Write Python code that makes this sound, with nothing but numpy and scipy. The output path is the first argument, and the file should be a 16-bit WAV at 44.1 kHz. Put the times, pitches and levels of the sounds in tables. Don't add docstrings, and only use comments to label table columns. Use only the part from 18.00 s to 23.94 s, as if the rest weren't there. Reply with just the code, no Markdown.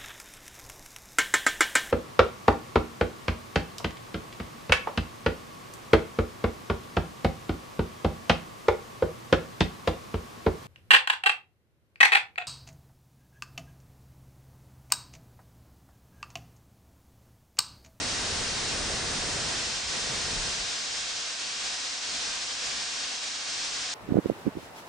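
import sys
import numpy as np
from scipy import signal
from scipy.fft import rfft, irfft
from scipy.io import wavfile
from scipy.ndimage import uniform_filter1d

SR = 44100
rng = np.random.default_rng(int(sys.argv[2]) if len(sys.argv) > 2 else 0)


def dump_mix(stems):
    frames = np.atleast_2d(stems).T
    limited = np.clip(frames, -1, 1)
    pcm = np.round(limited * 32767).astype(np.int16)
    wavfile.write(sys.argv[1], SR, pcm)


N = 261954


def undb(db):
    return 10 ** (np.asarray(db) / 20)


def unit(x):
    return x / np.std(x)


def bins():
    return np.maximum(np.arange(N // 2 + 1) * SR / N, 1)


def colour(points):
    hz, db = np.transpose(points)
    return undb(np.interp(np.log(bins()), np.log(hz), db))


def resonance(hz, width_hz):
    f = bins()
    return 1 / (1 + 1j * (f ** 2 - hz ** 2) / (f * width_hz))


def noise(response):
    return irfft(rfft(rng.standard_normal(N)) * response, N)


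def drift(rate_hz):
    return unit(noise(1 / (1 + (bins() / rate_hz) ** 2)))


def plume(response, side_points, rough_wall_hz, wall_delay_s=.00435):
    echo = np.exp(-2j * np.pi * bins() * wall_delay_s) / (1 + (bins() / rough_wall_hz) ** 4)
    mid = noise(response * (1 + 0.1 * echo))
    side = noise(response * colour(side_points) * (1 - 0.41 * echo))
    return unit(np.array([mid + side, mid - side]))


# delay in seconds, gain.
NEAR_REFLECTIONS = [(.00185, .1), (.00236, -0.077), (.0032, .06), (.0047, 0.061)]

def reflect(sound, wander_s=.00004):
    t = np.arange(N) / SR
    out = sound.copy()
    for delay, gain in NEAR_REFLECTIONS:
        emitted = t - delay - wander_s * drift(rate_hz=.4)
        out += gain * np.array([np.interp(emitted, t, channel) for channel in sound])
    return out


# start in seconds, jet level before overload in dB, hold in seconds,
# depth of the choke just before it in dB (negative for a swell).
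GAS_SURGES = [(0, -26, 1.56, 2), (1.881, -26, 0.57, 3), (2.97, -28.5, 0.04, -2), (3.407, -30.5, .03, 2),
              (3.596, -29, 0.044, 0.5), (4.083, -28, 0.15, -2.5), (4.63, -28, .08, -1),
              (4.896, -30, 0.041, 1.5), (5.22, -31, .04, 1.5), (5.482, -29.5, 0.37, 0.5)]

def gas_flow(sag_db_per_s=9, choke_s=.06, open_s=.025):
    t = np.arange(N) / SR
    jet_db = np.zeros(N)
    for start, db, hold, choke_db in GAS_SURGES:
        choke = choke_db * np.exp(-((t - start) / choke_s) ** 2)
        surge = db - sag_db_per_s * np.maximum(t - start - hold, 0)
        jet_db = np.where(t < start, jet_db - choke, surge)
    return uniform_filter1d(jet_db, int(open_s * SR))


# frequency in Hz, relative level in dB.
HISS_SPECTRUM = [(100, -23.5), (350, -18), (700, -13.5), (1250, -7), (1600, -4.5), (2150, -5.5), (3000, -3),
                 (3800, -1.5), (5200, 0), (6200, -2), (7500, -6), (9500, -18.5), (14000, -32)]
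# frequency in Hz, the microphones' difference over their sum in dB.
HISS_STEREO = [(300, 0.5), (900, -5.5), (2000, -3.5), (2800, -3), (4000, -5), (5300, -8), (6500, -6),
               (7600, -15), (9500, -2.5)]
# frequency in Hz, width in Hz, dB over the hiss.
STAND_MODES = [(282, 37, 7), (485, 100, 1), (739, 83, 5), (1102, 19, -17), (2447, 92, -8), (3760, 62, -18),
               (4250, 220, -20.5), (5270, 190, -15), (8820, 670, -8)]

def nozzle_hiss(jet_db, flutter_db=0.96):
    stand = 1 + sum(undb(db) * resonance(hz, width) for hz, width, db in STAND_MODES)
    hiss = plume(colour(HISS_SPECTRUM) * stand, HISS_STEREO, rough_wall_hz=3000)
    return unit(reflect(hiss)) * undb(jet_db + flutter_db * drift(rate_hz=17))


# start in seconds, length in seconds,
# level before overload in dB, fade afterwards in dB per second.
FLAME_BURNS = [(-0.2, 1.67, -31, 35), (1.868, 0.59, -35, 64)]

def flame_strength(catch_s=0.047):
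    t = np.arange(N) / SR
    flame = np.zeros(N)
    for start, length, db, fade_db_per_s in FLAME_BURNS:
        age = np.maximum(t - start, 0)
        catch = 1 - np.exp(-age / catch_s)
        burn = undb(db - fade_db_per_s * np.maximum(age - length, 0))
        flame = np.hypot(flame, catch * burn)
    return flame


# frequency in Hz, relative level in dB.
ROAR_SPECTRUM = [(8, -21), (20, -2.5), (45, 1.5), (110, 1.5), (250, -3.5), (500, -3.5), (1000, -8.5),
                 (1800, -8), (3000, -21), (9000, -16.5), (14000, -39)]
# frequency in Hz, the microphones' difference over their sum in dB.
ROAR_STEREO = [(80, -14), (200, -10), (380, -4), (800, -9.5), (1500, -20), (2500, -13.5), (8000, 0)]

def roar(jet_db, flame, rumble_db=-49.0, growth=3.1, flicker_db=1.35):
    hot = flame * undb(flicker_db * drift(rate_hz=10.0))
    cold = undb(rumble_db + growth * (jet_db - np.median(jet_db)))
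    eddies = plume(colour(ROAR_SPECTRUM), ROAR_STEREO, rough_wall_hz=900)
    return eddies * np.hypot(hot, cold)


def chamber_whistle(flame, relative_db=-15.5):
    mode = unit(noise(resonance(hz=1914, width_hz=32)))
    return mode * flame * undb(relative_db)


# centre in seconds, pitch in Hz,
# peak before overload in dB, half-length in seconds.
FUEL_PUFFS = [(1.865, 74.6, -35, 0.0067), (2.11, 134, -30.5, 0.011), (2.396, 33.8, -29.5, 0.042),
              (2.613, 40, -39, 0.024)]

def puffs():
    out = np.zeros(N)
    for centre, hz, db, half_length in FUEL_PUFFS:
        t = np.arange(N) / SR - centre
        out += undb(db) * np.exp(-(t / half_length) ** 2) * np.cos(2 * np.pi * hz * t)
    return out


def scene():
    jet_db, flame = gas_flow(), flame_strength()
    return nozzle_hiss(jet_db) + roar(jet_db, flame) + chamber_whistle(flame) + puffs()


def record(dry, ceiling_db=-27.0, top_hz=9700):
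    ceiling = undb(ceiling_db)
    squashed = ceiling * np.tanh(dry / ceiling)
    lowpass = signal.firwin(1001, top_hz, window=("kaiser", 9), fs=SR)
    return signal.fftconvolve(squashed, lowpass[None], mode="same", axes=1)


dry = scene()
out = record(dry)
dump_mix(out)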